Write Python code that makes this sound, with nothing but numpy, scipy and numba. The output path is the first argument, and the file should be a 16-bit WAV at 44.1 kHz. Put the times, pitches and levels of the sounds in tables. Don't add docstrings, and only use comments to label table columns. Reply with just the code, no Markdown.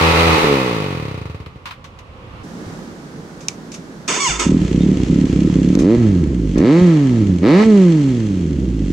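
import sys
import numpy as np
from scipy import signal
from scipy.fft import rfft, irfft
from scipy.io import wavfile
from scipy.ndimage import uniform_filter1d, minimum_filter1d
from numba import njit

SR = 44100
rng = np.random.default_rng(int(sys.argv[2]) if len(sys.argv) > 2 else 0)


def bounce(signal):
    frames = np.transpose(np.atleast_2d(signal))
    limited = np.clip(frames, -1, 1)
    pcm = np.round(limited * 32767).astype(np.int16)
    wavfile.write(sys.argv[1], SR, pcm)


N = 393372
T = np.arange(N) / SR


def undb(db):
    return 10 ** (np.asarray(db) / 20)


def look_up(x, table):
    return np.interp(x, *np.transpose(table))


def between(start, end, fade):
    return np.clip((T - start) / fade, 0, 1) * np.clip((end - T) / fade, 0, 1)


def bump(s, length):
    return np.exp(-((T - s) / length) ** 2)


def since(s):
    return np.maximum(T - s, 0)


def ramp(s, length):
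    return np.minimum(since(s) / length, 1)


def blend(a, b, share):
    return a + (b - a) * share


def colour(x, points):
    hz, db = np.transpose(points)
    octave = np.log2(np.maximum(np.arange(4097) * SR / 8192, 1))
    below = np.maximum(np.log2(hz[0]) - octave, 0)
    above = np.maximum(octave - np.log2(hz[-1]), 0)
    level_db = np.interp(octave, np.log2(hz), db) - 18 * (below + above)
    cepstrum = irfft(np.log(undb(level_db)))
    response = irfft(np.exp(rfft(2 * cepstrum * (np.arange(8192) < 4096))))[:4096]
    response = response / np.linalg.norm(response)
    response = response.reshape((1,) * (x.ndim - 1) + (-1,))
    return signal.oaconvolve(x, response, axes=-1)[..., :N]


def steady(x, size=4000):
    power = np.mean(np.atleast_2d(x) ** 2, axis=0)
    power = uniform_filter1d(uniform_filter1d(power, size), size)
    return x / np.sqrt(np.abs(power) + 1e-4 * power.mean())


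def noise(width):
    mid, side = rng.standard_normal((2, N))
    return (mid + width * side * np.array([[1], [-1]])) / np.sqrt(1 + width ** 2)


def walk(rate):
    k = int(SR / rate)
    steps = np.repeat(rng.standard_normal(N // k + 1), k)
    return 1.3 * uniform_filter1d(steps, k)[:N]


def pan(db):
    return undb(np.array([[db], [-db]]) / 2)


def turns(rate, start):
    return np.cumsum(rate * (T >= start)) / SR


def firings(cycle, scatter_db, jitter_s, pattern_db=(0,)):
    at = np.flatnonzero(np.diff(np.floor(cycle)) > 0)
    chance = rng.standard_normal((len(at), 2))
    size = undb((scatter_db + 0 * T)[at] * chance[:, 0] + np.resize(pattern_db, len(at)))
    shift = np.round((jitter_s + 0 * T)[at] * SR * chance[:, 1]).astype(int)
    return np.bincount(np.clip(at + shift, 0, N - 1), size, N)


def scatter(x, wet, t60):
    t = T[:SR // 3]
    tail = rng.standard_normal((2, len(t))) * undb(-60 * t / t60)
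    tail /= np.linalg.norm(tail, axis=1, keepdims=True)
    return x + wet * signal.oaconvolve(np.atleast_2d(x) * np.ones((2, 1)), tail, axes=1)[:, :N]


@njit
def lowpass(x, hz, damping):
    y, b, l = np.empty(len(x)), 0., 0.
    for i in range(len(x)):
        g = np.tan(np.pi * hz[i] / SR)
        v = (b + g * (x[i] + 1e-18 - l)) / (1 + g * (g + damping))
        y[i] = l + g * v
        b, l = 2 * v - b, 2 * y[i] - l
    return y


def road(spectrum):
    rumble = lowpass(rng.standard_normal(N), 500 + 0 * T, 1.2)
    side = rng.standard_normal(N)
    side = side - 1.16 * lowpass(side, 1500 + 0 * T, 1.0)
    wide_hiss = side * np.array([[1], [-1]])
    mix = noise(0) + 0.42 * rumble * walk(14) + 0.81 * wide_hiss
    return steady(colour(mix, spectrum), size=20000)


# (time [s], level [dB])
TRAFFIC = [(1.7, -41.5), (2.1, -39), (2.42, -33.5), (2.72, -30.5), (2.95, -34), (4.06, -34.5), (6.3, -40)]
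# (frequency [Hz], relative level [dB])
FAR_ROAD = [(18, -31), (30, -16), (80, -8), (424, -24), (521, -17.5), (624, -28.5), (1130, -23.5),
            (1610, -36), (2770, -34), (3150, -38), (14000, -68)]
# (frequency [Hz], relative level [dB])
NEAR_ROAD = [(18, -38), (30, -17), (117, -13), (156, -1), (363, -9), (521, -13.5), (608, -17.5),
             (1100, -22), (1570, -25), (2560, -34.5), (6150, -34.5), (14000, -53.5)]
CHANGE_S = 2.432


def traffic():
    near = between(CHANGE_S, 10, 0.0027)
    both = road(FAR_ROAD) * (1 - near) + road(NEAR_ROAD) * near
    return both * undb(look_up(T, TRAFFIC)) * pan(-2.7)


# (time [s], blow level before the final trim [dB], ring to -60 dB [s], brightness [0 clank - 1 snap])
CLICKS = [(1.461, -26, 0.044, 0), (1.656, -19.5, 0.23, 0.05), (1.709, -23, 0.11, 0),
          (1.842, -27, 0.15, 0.12), (1.988, -28.5, 0.093, 0.13), (3.406, -35.5, 0.23, 0.67),
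          (3.484, -6, 0.0097, 1), (3.486, -27.5, 0.19, 0.51), (3.717, -33.5, 0.24, 0.95),
          (3.741, -26.5, 0.11, 0.42), (4.079, -14.5, .04, 0.82), (4.396, -14, 0.071, 0.63),
          (5.752, -10.5, 0.016, 0.35), (5.789, -20, 0.2, 0.41), (6.58, -21.5, 0.09, 0.38),
          (7.466, -20, 0.028, 0.085)]
# (frequency [Hz], relative level [dB])
CLANK = [(350, -79), (600, -27), (1030, -1.5), (1720, -11.5), (2340, -9), (4230, -15.5), (6420, -31.5),
         (15000, -39)]
# (frequency [Hz], relative level [dB])
SNAP = [(470, -48), (800, -13.5), (1750, -17.5), (2350, 0), (3320, -11), (3710, -2.5), (4190, -8),
        (6130, 2), (15000, -35.5)]


def clicks():
    clank, snap = np.zeros((2, N))
    for s, db, ring, bright in CLICKS:
        blow = undb(db - 60 * since(s) / ring) * (T >= s)
        share = np.clip(bright, 0, 1)
        clank = clank + (1 - share) * blow
        snap = snap + share * blow
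    heavy = undb(-6.5) * colour(clank * noise(0.86), CLANK)
    bright_parts = undb(-1.0) * colour(snap * noise(0.69), SNAP)
    return heavy + bright_parts


# (time [s], level [dB], pitch [Hz], decay [cycles])
THUMPS = [(.443, -1.5, 420, 3), (2.665, -25, 105, 3), (4.29, -22, 150, 5), (4.3, -25, 54, 14),
          (4.807, -33, 3650, 90), (5.975, -16, 80, 1.5), (6.818, -15, 90, 1.5), (7.655, -16, 130, 1.5)]


def thumps():
    out = 0
    for s, db, hz, decay in THUMPS:
        cycles = hz * since(s)
        out = out + undb(db) * np.sin(2 * np.pi * cycles) * np.exp(-cycles / decay)
    return out


DRIVE_ENDS_S, DRIVE_FADE_S = 0.36, 0.022
# (frequency [Hz], relative level [dB])
SINGLE_PIPE = [(35, -18), (75, 2.5), (150, 3), (220, -7), (300, -0.5), (395, -6), (432, 8.5), (465, -2.5),
               (520, 2.5), (680, -16.5), (1200, -3.5), (3000, -23.5)]
SINGLE_DB, SINGLE_FALL_DB_PER_S = -13.5, 16.5
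BARK_S, BARK_LENGTH_S, BARK_DB = 0.52, 0.05, 4.5


def single_exhaust(rate, pulses, surge, driving, grab_db):
    flow = pulses + .002 * surge * rng.standard_normal(N)
    boom = 1.8 * driving * lowpass(pulses, 150 + 0 * T, 4.9)
    flow = flow - lowpass(flow, 3.34 * rate, 0.81) * (1 - driving)
    flow = lowpass(flow, 60 + 11 * rate, 2.1)
    pipe = steady(scatter(colour(flow - boom, SINGLE_PIPE), 0.13, 0.8))
    fall_db = SINGLE_FALL_DB_PER_S * since(DRIVE_ENDS_S)
    return pipe * undb(SINGLE_DB - fall_db + BARK_DB * bump(BARK_S, BARK_LENGTH_S) + grab_db)


# (frequency [Hz], relative level [dB])
SCRUB = [(300, -1.5), (750, -3), (1030, -0.5), (1330, 1), (1600, -9), (2050, -3.5), (2500, -3.5),
         (3100, -10), (3900, -9), (4900, -17), (7500, -26.5), (15000, -35.5)]
SCRUB_DB, SCRUB_FALL_DB_PER_S = -12.5, 28.5


def tyre_scrub(pulses, surge, driving):
    crack = steady(scatter(pulses, 4, .22))
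    rush = surge * undb(walk(40)) * noise(.8) * (.4 + .15 * driving)
    scrub = steady(colour(rush + crack, SCRUB))
    return scrub * undb(SCRUB_DB - SCRUB_FALL_DB_PER_S * since(DRIVE_ENDS_S)) * pan(-1.3)


# (time [s], firing rate [per s])
SINGLE_RATE = [(0.0, 81.08), (0.25, 82.79), (0.42, 77.83), (0.6, 66.14), (0.85, 48.61), (1.15, 29.67),
               (1.4, 16.73), (1.62, 6.0)]
# (time [s], length [s], unevenness [0-1], exhaust change [dB])
GRABS = [(0.126, 0.039, 0.98, 0.5), (0.314, 0.035, 0.9, 1.5), (0.406, 0.04, 0.9, -3.0)]
SLIP_CYCLES = 0.03
STALL_S, STALL_FADE_S = 1.82, 0.49
LEFT_LAG_SAMPLES = 4


def single():
    rate = look_up(T, SINGLE_RATE)
    uneven = sum(depth * bump(s, length) for s, length, depth, _ in GRABS)
    grab_db = sum(db * bump(s, length) for s, length, _, db in GRABS)
    cycle = turns(rate, 0) + SLIP_CYCLES * walk(14)
    driving = between(-1, DRIVE_ENDS_S, DRIVE_FADE_S)
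    pulses = firings(cycle, .8 + 2 * uneven, .0012 * np.clip(uneven, 0, 1) ** 2)
    surge = 1.2 + np.exp(-(cycle % 1) / .25)
    bike = single_exhaust(rate, pulses, surge, driving, grab_db) + tyre_scrub(pulses, surge, driving)
    left, right = bike * between(-1, STALL_S, STALL_FADE_S)
    return np.array([np.roll(left, LEFT_LAG_SAMPLES), right])


STARTER_ON_S, SPIN_UP_HZ_PER_S, FREE_MESH_HZ = 4.04, 7100, 1140
LABOUR_S, RECOVER_S = 0.055, 0.033
# (time [s], drop of the gear mesh [Hz])
COMPRESSIONS = [(4.329, 493.3), (4.469, 248)]
# (start [s], end [s], level [dB], grind relative to the whine [ratio])
BITES = [(4.077, 4.168, -18.5, 0.9), (4.196, 4.32, -16.0, 0.23), (4.39, 4.426, -17.5, 1.35)]
BITE_ATTACK_S, BITE_RELEASE_DB_PER_S, BACKLASH_TEETH = 0.0088, 225.5, 0.018
SLACK_GRIND, SLACK_S = 1.46, 0.054
# (frequency [Hz], relative level [dB])
STARTER_CASE = [(88, -40), (150, -20), (208, -5), (378, 1), (535, -9), (860, -11), (1010, -0.5),
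                (1170, -11), (1295, 3), (1420, -9), (1800, -9), (2140, -6), (3450, -11.5), (3580, -1),
                (3800, -24), (4300, -16), (6810, -6), (7550, -17), (7676, -4.5), (7850, -10), (9270, -31.5),
                (15000, -54)]


def starter():
    mesh = np.minimum(SPIN_UP_HZ_PER_S * since(STARTER_ON_S), FREE_MESH_HZ)
    for s, drop in COMPRESSIONS:
        mesh = mesh - drop * bump(s, np.where(T < s, LABOUR_S, RECOVER_S))
    teeth = firings(turns(mesh, STARTER_ON_S) + BACKLASH_TEETH * walk(260), 2.5, .00001)
    teeth = teeth - 0.56 * lowpass(teeth, 2500 + 0 * T, 3.2)
    whine = steady(scatter(teeth, 1, 0.059))
    level, grind = 0, 0
    for start, end, db, share in BITES:
        bite = ramp(start, BITE_ATTACK_S)
        level = blend(level, undb(db - BITE_RELEASE_DB_PER_S * since(end)), bite)
        grind = blend(grind, blend(share, SLACK_GRIND, ramp(end, SLACK_S)), bite)
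    return steady(colour(whine + grind * noise(0.49), STARTER_CASE)) * level * pan(-3.3)


IDLE_RATE, SAG_S = 30.55, 0.071
# (start [s], end [s], extra firing rate [per s])
SURGES = [(4.43, 4.57, 13.9), (4.71, 4.93, 8.5), (5.07, 5.25, 7.9), (5.33, 5.49, 8.8), (5.52, 5.72, 7.1)]
# (opens [s], peaks [s], peak firing rate [per s], coasting time constant [s],
# rasp at the peak [dB], coasting rasp at 100 firings per s [dB], exhaust just after [dB], exhaust settled [dB])
BLIPS = [(5.726, 5.978, 122.3, 0.53, -30.0, -36, -8.5, -16.0),
         (6.534, 6.825, 181.4, 0.7, -23.5, -38, -7, -12),
         (7.406, 7.66, 223.2, 0.774, -18, -43.0, -4, -17.0)]
CLIMB_SHAPE, TOP_ROUND_S = 1.39, 0.017


def four_speed():
    rate = IDLE_RATE
    for start, end, extra in SURGES:
        rate = rate + np.interp(T, [start, end, end + SAG_S], [0, extra, 0])
    for opens, peaks, top, coast_s, *_ in BLIPS:
        climb = np.sin(np.pi / 2 * ramp(opens, peaks - opens)) ** CLIMB_SHAPE
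        coasting_s = np.hypot(since(peaks), TOP_ROUND_S) - TOP_ROUND_S
        coast = np.exp(-coasting_s / coast_s)
        before = np.interp(opens, T, rate)
        rate = np.where(T < opens, rate, blend(before, top, climb) * coast)
    return rate


IDLE_DB, IDLE_RASP_DB, IDLE_LOAD = -13, -37, 0.5
SURGE_DB, SURGE_LOAD, SURGE_FADE_S = 4, 0.17, 0.038
OPEN_DB, OPEN_RASP_DB_PER_OCTAVE = -9, 2.5
COAST_FALL_DB_PER_S, COAST_RASP_DB_PER_OCTAVE = 22, 13.5
THROTTLE_LAG_S, THROTTLE_OPEN_S = 0.008, 0.022
THROTTLE_LEAD_S, THROTTLE_SHUT_S = 0.022, 0.0099
# (firing rate [per s], load [0 coasting - 1 full])
OPEN_LOAD = [(110, 0.94), (220, 0.26)]
# (firing rate [per s], load [0 coasting - 1 full])
SHUT_LOAD = [(42, 0.52), (70, 0.014), (130, 0.02), (190, 0.39)]


def four_effort(rate):
    surge = sum(between(start, end + SURGE_FADE_S, SURGE_FADE_S) for start, end, _ in SURGES)
    effort = np.array([IDLE_LOAD + SURGE_LOAD * surge, IDLE_DB + SURGE_DB * surge, IDLE_RASP_DB + 0 * T])
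    open_load, shut_load = look_up(rate, OPEN_LOAD), look_up(rate, SHUT_LOAD)
    for opens, peaks, top, _, rasp_db, coast_rasp_db, after_db, settled_db in BLIPS:
        open_rasp_db = rasp_db + OPEN_RASP_DB_PER_OCTAVE * np.log2(rate / top)
        pulling = np.array([open_load, OPEN_DB + 0 * T, open_rasp_db])
        shut_db = np.maximum(after_db - COAST_FALL_DB_PER_S * since(peaks), settled_db)
        shut_rasp_db = coast_rasp_db + COAST_RASP_DB_PER_OCTAVE * np.log2(rate / 100)
        coasting = np.array([shut_load, shut_db, shut_rasp_db])
        effort = blend(effort, pulling, ramp(opens + THROTTLE_LAG_S, THROTTLE_OPEN_S))
        effort = blend(effort, coasting, ramp(peaks - THROTTLE_LEAD_S, THROTTLE_SHUT_S))
    return effort


# (frequency [Hz], relative level [dB])
VALVES = [(600, -15.5), (1500, 2), (2500, 6.5), (3400, 4.5), (3900, 1), (5200, -0.5), (6400, 2),
          (7500, -1.5), (8500, -11), (10000, -15), (11500, -43), (14000, -27), (15500, -38)]
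# (firing rate [per s], level [dB])
VALVE_LEVEL = [(35, -38), (55, -47), (110, -41), (220, -35)]


def four_valves(rate, cycle):
    taps = steady(scatter(firings(2 * cycle, 6.5, .0008), 1.8, 0.026))
    clatter = steady(colour(0.78 * taps + noise(0.57), VALVES))
    return clatter * undb(look_up(rate, VALVE_LEVEL))


# (frequency [Hz], relative level [dB])
RASP = [(350, 5.5), (520, 6.5), (750, -0.5), (1050, -1.5), (1170, -7.5), (1300, 1.5), (1450, -15.5),
        (1700, -3.5), (2300, -7.5), (3200, -18.5), (4300, -15), (6000, -28), (12000, -51)]
GAS_HISS, GAS_HISS_LUMPY = 1, 0.66


def four_rasp(cycle, pulses, load, lumpy):
    puff = np.exp(-(cycle % 1) / .15)
    shock = steady(scatter(pulses, .45, .02)) * (.5 + (.4 + 1.6 * load) * (1 - lumpy))
    hiss = (GAS_HISS + GAS_HISS_LUMPY * lumpy) * (1 - .5 * load + puff) * noise(0.87)
    return steady(colour(shock + hiss, RASP))


# (frequency [Hz], relative level [dB])
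FOUR_PIPE = [(25, -43), (50, 4.5), (75, -5.5), (125, -5), (178, 7), (220, 1.5), (270, 8), (330, 5),
             (420, -3), (560, -9), (700, -21), (1100, -43.5)]
# (time [s], length [s], depth
# [dB])
EXHAUST_DIPS = [(4.592, 0.016, 7), (4.69, 0.032, 4.5), (4.947, 0.008, 9), (5.049, 0.017, 5), (5.273, .015, 5.5),
                (5.506, 0.015, 5), (5.958, 0.0053, 8), (6.805, 0.0052, 10), (7.248, 0.0059, 6),
                (7.365, 0.019, 3.5), (7.653, 0.013, 11)]


def four_exhaust(rate, cycle, pulses, load, lumpy, pipe_db):
    corner_hz = (1.21 * rate) ** (1 - load) * (380 + 1.7 * rate) ** load
    burble = firings(cycle, 3, .003) * (.008 + .08 * lumpy)
    burble = burble + .0035 * lumpy * rng.standard_normal(N)
    burble = burble - lowpass(burble, 120 + 0 * T, 0.3)
    flow = lowpass(pulses, corner_hz, 1.08) + lowpass(burble, 420 + 0 * T, 0.73)
    flow = flow - lowpass(flow, 0.07 * rate, 1.0)
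    dip_db = -sum(db * bump(s, length) for s, length, db in EXHAUST_DIPS)
    pipe = steady(colour(flow, FOUR_PIPE)) * undb(pipe_db) * undb(dip_db)
    return scatter(pipe, .06, .2)


CATCH_S = 4.434
WOBBLE_CYCLES, FIRING_SCATTER_DB = 0.012, 0.5


def four():
    rate = four_speed()
    load, pipe_db, rasp_db = four_effort(rate)
    load = np.clip(load, 0, 1)
    cycle = turns(rate, CATCH_S) + WOBBLE_CYCLES * walk(45)
    lumpy = np.clip(75 / rate, 0, 1) ** 2
    pulses = firings(cycle, FIRING_SCATTER_DB + 1.0 * lumpy, .00002, pattern_db=(.3, -.3, .1, -.1))
    pipe = four_exhaust(rate, cycle, pulses, load, lumpy, pipe_db) * pan(-1.75)
    rasp = four_rasp(cycle, pulses, load, lumpy) * undb(rasp_db) * pan(-0.65)
    return (pipe + rasp + four_valves(rate, cycle)) * between(4.45, 10, 0.011)


def scene():
    return traffic() + clicks() + thumps() + single() + starter() + four()


TOP_HZ = 15650


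def record(dry):
    gain = np.minimum(1, .92 / np.maximum(np.abs(dry).max(axis=0), 1e-6))
    gain = uniform_filter1d(minimum_filter1d(gain, size=300), size=300)
    top_cut = signal.ellip(10, .1, 80, TOP_HZ, fs=SR, output="sos")
    return signal.sosfilt(top_cut, dry * gain)


dry = scene()
out = record(dry)
bounce(out)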